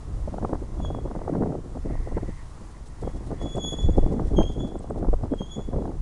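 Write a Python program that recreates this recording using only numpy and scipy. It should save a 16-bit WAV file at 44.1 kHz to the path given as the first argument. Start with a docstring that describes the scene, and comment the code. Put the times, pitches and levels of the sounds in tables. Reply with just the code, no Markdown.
"""Wind buffets the bare microphone of a small hand-held camera on a street, in slow lumps and ragged bursts.
It is shaped noise with short pops and humps of pressure. A dry metal squeal, a few wavering sines, comes
and goes on two close pitches, echoed by house fronts. Tiny ringing ticks sound near by; the street is a
noise wash in which a narrow band swells. The camera's electronics add brief faint hiss pulses and two
steady tones."""
import sys
import numpy as np
from scipy import signal
from scipy.fft import rfft, irfft
from scipy.io import wavfile

SR = 44100
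rng = np.random.default_rng(int(sys.argv[2]) if len(sys.argv) > 2 else 0)


def elevation(decibels):
    """Turn decibel levels (scalar or array-like) into linear amplitude ratios."""
    levels = np.asarray(decibels, float)
    return 10 ** (levels / 20)


def persist_wave(psi):
    """Save psi, clipped to +-1, as 16-bit WAV."""
    counts = np.round(np.clip(psi, -1, 1) * 32767).astype(np.int16)
    wavfile.write(sys.argv[1], SR, np.atleast_2d(counts).T)


N = 265041

# wind on the microphone: time_s, rumble_db, turbulence_db
WIND = [(0, -33.5, -45), (0.15, -26, -43.5), (0.33, -32.5, -46.5), (0.45, -28.5, -38), (0.7, -31, -43.5),
        (0.84, -26.5, -35.5), (1.02, -32, -38.5), (1.26, -32, -38.5), (1.32, -39, -26), (1.43, -36, -25),
        (1.59, -39, -30.5), (1.62, -31, -43), (1.68, -36, -41.5), (1.88, -27, -47), (2.16, -28, -42),
        (2.35, -32, -56), (2.62, -38.5, -47), (2.94, -36.5, -49), (3.04, -30, -46), (3.45, -32.5, -42),
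        (3.79, -33.5, -43.5), (3.85, -20.5, -32), (4.04, -24.5, -44), (4.1, -25, -23), (4.16, -29.5, -24.5),
        (4.27, -23, -37.5), (4.4, -21.5, -31.5), (4.54, -29, -41), (4.65, -34.5, -30), (4.84, -36, -43.5),
        (4.96, -33, -36.5), (5.0, -26, -26.5), (5.06, -31, -29.5), (5.09, -24, -43), (5.2, -26, -40.5),
        (5.54, -38, -48), (5.71, -28.5, -47), (5.76, -25.5, -29.5), (5.88, -34, -28), (6.01, -25.5, -50.5)]


def evened(x):
    """Scales to rms 1."""
    return x / np.sqrt(np.mean(x ** 2) + 1e-20)


def shaped(x, points):
    """Filters by a spectrum given in dB, joined up along log frequency."""
    f, db = np.transpose(points)
    hz = np.fft.rfftfreq(len(x), 1 / SR)
    gain_db = np.interp(np.log(hz + 1), np.log(f + 1), db)
    return irfft(rfft(x) * elevation(gain_db), len(x))


def wander(hz, size=N):
    """Chance movement slower than about hz, rms 1."""
    falloff = 1 + (np.fft.rfftfreq(size, 1 / SR) / hz) ** 4
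    return evened(irfft(rfft(rng.standard_normal(size)) / falloff, size))


def curve(rows, column=1):
    """One column of a table at every sample."""
    return np.interp(np.arange(N) / SR, [r[0] for r in rows], [r[column] for r in rows])


def add(mix, start_s, sound):
    """Mixes a sound in at start_s."""
    part = mix[round(start_s * SR):][:len(sound)]
    part += sound[:len(part)]


def turbulence():
    """Strength of the eddies at the microphone port: the gusting wind, with ragged bursts on top."""
    # an eddy breaks on the port: time_s, peak_db, rise_s
    bursts = [(0.279, -15.5, 0.0073), (0.317, -18, 0.023), (0.361, -21, 0.024), (0.423, -12.5, 0.021),
              (0.49, -15, 0.016), (0.528, -12.5, 0.01), (0.618, -22, 0.011), (0.79, -18, 0.024),
              (0.91, -11.5, 0.0054), (0.948, -18, 0.014), (1.051, -16.5, 0.01), (1.101, -18, 0.013),
              (1.158, -15.5, 0.012), (1.264, -17, 0.013), (1.407, -9.5, 0.01), (1.751, -18.5, 0.017),
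              (1.847, -13.5, 0.018), (1.897, -16, 0.024), (2.064, -23.5, 0.02), (2.119, -17.5, 0.013),
              (2.159, -15.5, 0.018), (2.225, -18, 0.014), (2.285, -16, 0.0098), (3.018, -15.5, 0.028),
              (3.14, -21.5, 0.017), (3.205, -25.5, 0.015), (3.259, -23.5, 0.028), (3.305, -18.5, 0.021),
              (3.42, -16.5, 0.021), (3.459, -14.5, 0.0092), (3.55, -9.5, 0.025), (3.632, -17, 0.027),
              (3.722, -17.5, 0.016), (3.784, -18.5, 0.015), (3.889, -6.5, 0.0072), (3.933, -18, 0.031),
              (3.976, -1, 0.0089), (4.027, -9.5, 0.011), (4.066, -9, 0.0069), (4.195, -8, 0.014),
              (4.305, -14, 0.026), (4.366, -6, 0.03), (4.501, -14, 0.0066), (4.553, -16, 0.033),
              (4.744, -15, 0.013), (4.8, -20.5, 0.01), (4.827, -24, 0.0062), (4.895, -14, 0.019),
              (4.961, -15.5, 0.022), (5.086, -13, 0.0067), (5.133, -10, 0.0064), (5.195, -31, 0.029),
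              (5.231, -13, 0.015), (5.311, -12, 0.02), (5.402, -14.5, 0.014), (5.554, -19, 0.033),
              (5.677, -18, 0.017), (5.723, -15, 0.027)]
    crest_db = 12.5  # noise runs well under its peaks
    body = np.zeros(N)
    for s, db, rise in bursts:
        u = np.arange(0, 4, 1 / (SR * rise))
        swell = (u * np.exp(1 - u)) ** 2
        add(body, s - .006, elevation(db - crest_db) * swell)
    gusts = elevation(curve(WIND, column=2) + 1.37 * wander(25.))
    return np.hypot(gusts, body)


def wind(force):
    """Slow pressure lumps and turbulence; the small eddies flutter hardest and grow most in a hard gust."""
    # spectra before levelling: freq_hz, relative_db
    rumble_spectrum = [(8, -14.5), (20, 6.5), (45, 5), (90, -3), (160, -12), (300, -53), (700, -110)]
    large_spectrum = [(60, -3), (130, 0.5), (300, -0.5), (500, -9.5), (800, -18.5), (1400, -73),
                      (2500, -110)]
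    small_spectrum = [(200, -5.5), (450, 1.5), (800, -12.5), (1200, -24.5), (1800, -39), (2600, -44),
                      (3500, -110)]
    lumps = shaped(rng.standard_normal(N), rumble_spectrum) * elevation(0.6 * wander(12.))
    rumble = evened(lumps) * elevation(curve(WIND))
    flutter = np.clip(wander(95.), -3, 2)
    large = evened(shaped(rng.standard_normal(N) * elevation(2.5 * flutter), large_spectrum))
    small = evened(shaped(rng.standard_normal(N) * elevation(5.64 * flutter), small_spectrum))
    return rumble + large * force + 0.63 * small * force ** 1.223


def street_wash():
    """Distant street: steady broad noise that drifts slightly in level."""
    # spectrum before levelling: freq_hz, relative_db
    wash_spectrum = [(150, 3), (500, -12), (1050, -4.5), (1500, -14.5), (2500, -22), (4000, -23),
                     (6500, -22), (8000, -23.5), (10000, -25)]
    # loudness: time_s, rms_db
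    wash_level = [(0, -47.5), (1.5, -49.5), (2.5, -47.5), (2.9, -48), (3.7, -47.5), (4.3, -48), (4.7, -51),
                  (6.01, -50)]
    return elevation(curve(wash_level) + .5 * wander(5.4)) * evened(shaped(rng.standard_normal(N), wash_spectrum))


def swelling_band():
    """Noise through a narrow resonance, swelling now and then."""
    # loudness: time_s, rms_db
    swells = [(0, -74), (0.85, -72), (1.37, -63), (1.7, -81), (1.95, -56), (2.11, -62), (2.18, -58),
              (2.36, -59), (2.42, -57), (2.48, -77), (3.1, -63), (3.3, -70), (3.37, -55), (3.42, -57.5),
              (3.47, -65.5), (4.42, -67.5), (4.57, -79), (4.99, -71), (6.01, -73)]
    centre_hz, width_hz = 1934, 330  # filtered both ways, so the width lies between the -6 dB points
    peak = signal.iirpeak(centre_hz, centre_hz / width_hz, SR)
    band = evened(signal.filtfilt(*peak, rng.standard_normal(N)))
    return band * elevation(curve(swells) + 3.1 * wander(25.))


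def whine():
    """Electronics: faint steady sines."""
    # freq_hz, rms_db
    whine_tones = [(7248, -80), (9600, -84)]
    t = np.arange(N) / SR
    return sum(elevation(db) * np.sqrt(2) * np.sin(2 * np.pi * hz * t) for hz, db in whine_tones)


def pops(force):
    """Sharp pops at the port: a wiggle of a cycle or two at any phase, among three smaller, brighter kinks."""
    # pops at set times, most of them loud: centre_s, level_db, pitch_hz
    set_pops = [(0.281, -19.5, 426), (0.343, -18.5, 570), (0.385, -18.5, 630), (0.428, -20, 640),
                (0.451, -12.5, 750), (0.494, -21, 574), (0.533, -14, 647), (0.555, -23, 676),
                (0.803, -22, 614), (0.85, -22, 710), (0.904, -18, 576), (0.949, -19, 675),
                (0.988, -21.5, 525), (1.059, -20.5, 457), (1.078, -26, 554), (1.114, -27, 665),
                (1.153, -19.5, 520), (1.193, -25, 593), (1.218, -20, 596), (1.28, -14, 560),
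                (1.298, -16, 505), (1.337, -19.5, 500), (1.354, -17.5, 670), (1.411, -14, 228),
                (1.423, -16, 620), (1.463, -19, 490), (1.553, -19, 470), (1.773, -23.5, 600),
                (1.955, -26.5, 564), (2.074, -21.5, 503), (2.179, -20.5, 590), (3.077, -14.5, 470),
                (3.307, -21.5, 473), (3.416, -22.5, 505), (3.462, -18.5, 463), (3.583, -18.5, 493),
                (3.74, -21, 476), (3.89, -22, 554), (3.985, -10, 424), (4.036, -26, 434), (4.125, -16, 440),
                (4.389, -10, 543), (4.409, -15, 510), (4.44, -23, 430), (4.502, -23, 470),
                (4.647, -28, 603), (4.756, -23, 580), (4.808, -27.5, 510), (4.845, -26, 520),
                (4.909, -15.5, 567), (4.961, -21, 480), (4.982, -26, 560), (5.029, -19, 566),
                (5.087, -20.5, 506), (5.139, -13.5, 517), (5.327, -44, 397), (5.745, -22, 417),
                (5.784, -23, 510), (5.824, -22, 530), (5.895, -23, 420)]
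    # further pops fall by chance, tied to the turbulence around them
    chance_count, above_force_db, middle_hz, spread_hz = 120, 4.5, 580, 215
    chance_pops = []
    for place, pitch in rng.random((chance_count, 2)):
        s = .02 + place * (N / SR - .04)
        db = above_force_db + 20 * np.log10(force[int(s * SR)])
        chance_pops.append((s, db, middle_hz + spread_hz * (pitch - .5)))
    every_pop = chance_pops + list(set_pops)
    out = np.zeros(N)
    for (s, db, hz), (phase, *draws) in zip(every_pop, rng.random((len(every_pop), 7))):
        u = np.arange(-6, 6, hz / SR)  # cycles from the centre
        wiggle = np.exp(-(u / 0.52) ** 2) * np.cos(2 * np.pi * (u + phase))
        for kink_phase, lag in np.reshape(draws, (3, 2)):
            v = u - 4.52 * (lag - .5)
            wiggle += 0.22 * np.exp(-(v / 0.31) ** 2) * np.cos(2 * np.pi * (1.55 * v + kink_phase))
        add(out, s - 6 / hz, elevation(db) * wiggle)
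    return out


def squeal(rows):
    """Stick-slip on a metal mode: a near sine wavering in grip and pitch; the twelfth shows when it bites hard."""
    s, *columns = np.transpose(rows)
    t = np.arange(s[0], s[-1] + 0.031, 1 / SR)
    hz, db = (np.interp(t, s, c) for c in columns)
    turns = np.cumsum(hz + 6.1 * wander(53.0, size=len(t))) / SR
    # the octave is near -43.5 dB when the tone is at -33 dB; the twelfth -53.5 dB when it is at -29.5 dB
    octave_db = -43.5 + 0.96 * (db + 33) + 1.5 * wander(9.5, size=len(t))
    twelfth_db = -53.5 + 1.4 * (db + 29.5)
    tone = np.zeros(len(t))
    for harmonic, level_db in enumerate((db, octave_db, twelfth_db), 1):
        grip_db = 2.1 * wander(53.0, size=len(t))
        tone += elevation(level_db + grip_db) * np.sin(2 * np.pi * harmonic * turns)
    fade = np.clip(np.minimum(t - t[0], t[-1] - t) / 0.0056, 0, 1)
    return s[0], np.sqrt(2) * tone * fade


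def metal():
    """Every squeal of the metal, dry."""
    # one list a squeal: time_s, pitch_hz, fundamental_rms_db
    squeal_tracks = [
        [(0.78, 3375, -64), (0.81, 3410, -61), (0.86, 3357, -44.5), (0.91, 3286, -71), (0.98, 3340, -69),
         (1.1, 3375, -76)],
        [(3.03, 3320, -78), (3.064, 3300, -62), (3.124, 3315, -70), (3.18, 3360, -73)],
        [(3.38, 3379, -70), (3.418, 3377, -49.5), (3.478, 3386, -46.5), (3.53, 3390, -42), (3.56, 3394, -44.5),
         (3.578, 3410, -55), (3.624, 3370, -36), (3.662, 3383, -32.5), (3.738, 3383, -37), (3.76, 3367, -51),
         (3.794, 3410, -38), (3.885, 3390, -61), (3.905, 3400, -54.5), (4.0, 3440, -66), (4.13, 3430, -72),
         (4.33, 3370, -72)],
        [(4.35, 3276, -76), (4.372, 3236, -36.5), (4.39, 3220, -37), (4.426, 3204, -40.5), (4.47, 3300, -46),
         (4.5, 3280, -56), (4.56, 3270, -70), (4.68, 3300, -68)],
        [(4.36, 3180, -65), (4.385, 3110, -50), (4.43, 3144, -54), (4.46, 3205, -74)],
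        [(4.47, 3314, -59), (4.494, 3420, -54), (4.576, 3345, -64), (4.608, 3413, -44.5), (4.72, 3391, -80),
         (4.74, 3470, -61), (4.8, 3383, -77)],
        [(5.3, 3300, -79), (5.328, 3270, -62), (5.364, 3290, -70), (5.396, 3245, -46), (5.43, 3244, -44.5),
         (5.49, 3200, -66), (5.62, 3320, -67)],
        [(5.46, 3390, -57), (5.5, 3380, -58), (5.52, 3390, -39), (5.548, 3377, -44.5), (5.61, 3460, -63),
         (5.626, 3360, -53), (5.664, 3480, -83), (5.85, 3371, -84)],
    ]
    out = np.zeros(N)
    for rows in squeal_tracks:
        add(out, *squeal(rows))
    return out


def house_fronts(dry_metal):
    """House fronts smear the squeal: a decaying noise tail of unit energy, falling at 60 dB in 0.72 s."""
    t = np.arange(SR // 2) / SR
    tail = rng.standard_normal(SR // 2) * elevation(-60 * t / 0.72)
    echo = signal.fftconvolve(dry_metal, tail / np.linalg.norm(tail))[:N]
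    return elevation(-9.5) * echo


def shoves():
    """Single slow shoves of air or hand: a hump of pressure with a dip on either side."""
    # centre_s, peak_db, half_width_s
    humps = [(1.411, -22, 0.0025), (2.149, -16.5, 0.0048), (3.85, -7, 0.0034), (3.886, -9.5, 0.011),
             (3.945, -13.5, 0.0079), (3.991, -8.5, 0.0082), (4.038, -7, 0.011), (4.401, -13.5, 0.015),
             (5.091, -9, 0.0076), (5.142, -12.5, 0.01), (5.257, -18, 0.0089)]
    out = np.zeros(N)
    for s, db, half in humps:
        u = np.arange(-4, 4, 1 / (SR * half))
        add(out, s - 4 * half, elevation(db) * (1 - u ** 2) * np.exp(-u ** 2 / 2))
    return out


def hiss_pulses():
    """Electronics: brief hiss at a steady pace held to a clock, mostly three clock ticks apart, at times two."""
    # pulse loudness: time_s, rms_db
    pulse_level = [(2.7, -60), (2.86, -53.5), (3.2, -57), (3.6, -52), (4.3, -56), (5.4, -61)]
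    first_s, clock_s, pace_ticks, lead_ticks, count = 2.7053, .05035, 39 / 14, 2 / 3, 20
    gate = np.zeros(N)
    for s in first_s + clock_s * np.floor(pace_ticks * np.arange(count) + lead_ticks):
        db = np.interp(s, *np.transpose(pulse_level))
        add(gate, s - .003, elevation(db) * signal.windows.tukey(round(0.032 * SR), .6))
    hiss = shaped(rng.standard_normal(N), [(1500, -17.0), (3000, 5.5), (6000, 5.5), (10000, 4)])
    return gate * evened(hiss)


def ticks():
    """Tiny hard ticks near by, each a fast-dying high ring, and one dry wide click."""
    # start_s, level_db (before rise and decay), ring_hz
    tick_rings = [(2.8848, -42, 8010), (3.0155, -43, 7840), (3.557, -33, 8070), (4.3784, -49, 8120),
                  (4.79, -36, 8000), (4.9, -40, 8040), (5.3467, -44, 8000)]
    out, t = np.zeros(N), np.arange(400) / SR
    for s, db, hz in tick_rings:
        rise = np.minimum(t / 0.00046, 1)
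        add(out, s, elevation(db - 60 * t / 0.0097) * rise * np.sin(2 * np.pi * hz * t))
    # the click starts at full strength, so it spreads wide over the spectrum
    add(out, 4.432, elevation(-34 - 60 * t / 0.0048) * np.cos(2 * np.pi * 2600 * t))
    return out


def scene():
    """All sources at one microphone, the squeal both direct and off the house fronts."""
    force = turbulence()
    dry_metal = metal()
    at_port = wind(force) + pops(force) + shoves()
    far = street_wash() + swelling_band()
    camera = hiss_pulses() + whine()
    mix = at_port + far + camera + ticks() + dry_metal + house_fronts(dry_metal)
    return mix[None]


def roll_off(x):
    """The treble ends steeply here."""
    return signal.sosfilt(signal.butter(12, 12090, fs=SR, output="sos"), x)


def record(dry):
    """Sampled at half rate: the band mirrors about a quarter of SR, under a soft filter; a small offset."""
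    # converter filter: freq_hz, gain_db
    soft_filter = [(9000, -1.5), (10200, -3), (11000, -11), (11900, -22.5), (12300, -44), (13000, -70)]
    below = shaped(dry[0], [(SR / 4 - 20, 0), (SR / 4, -120)])
    mirrored = below * (1 + (-1.) ** np.arange(N))  # every other sample is zero
    finished = shaped(mirrored, soft_filter)[None] - .0047
    return roll_off(finished)


dry = scene()
out = record(dry)
persist_wave(out)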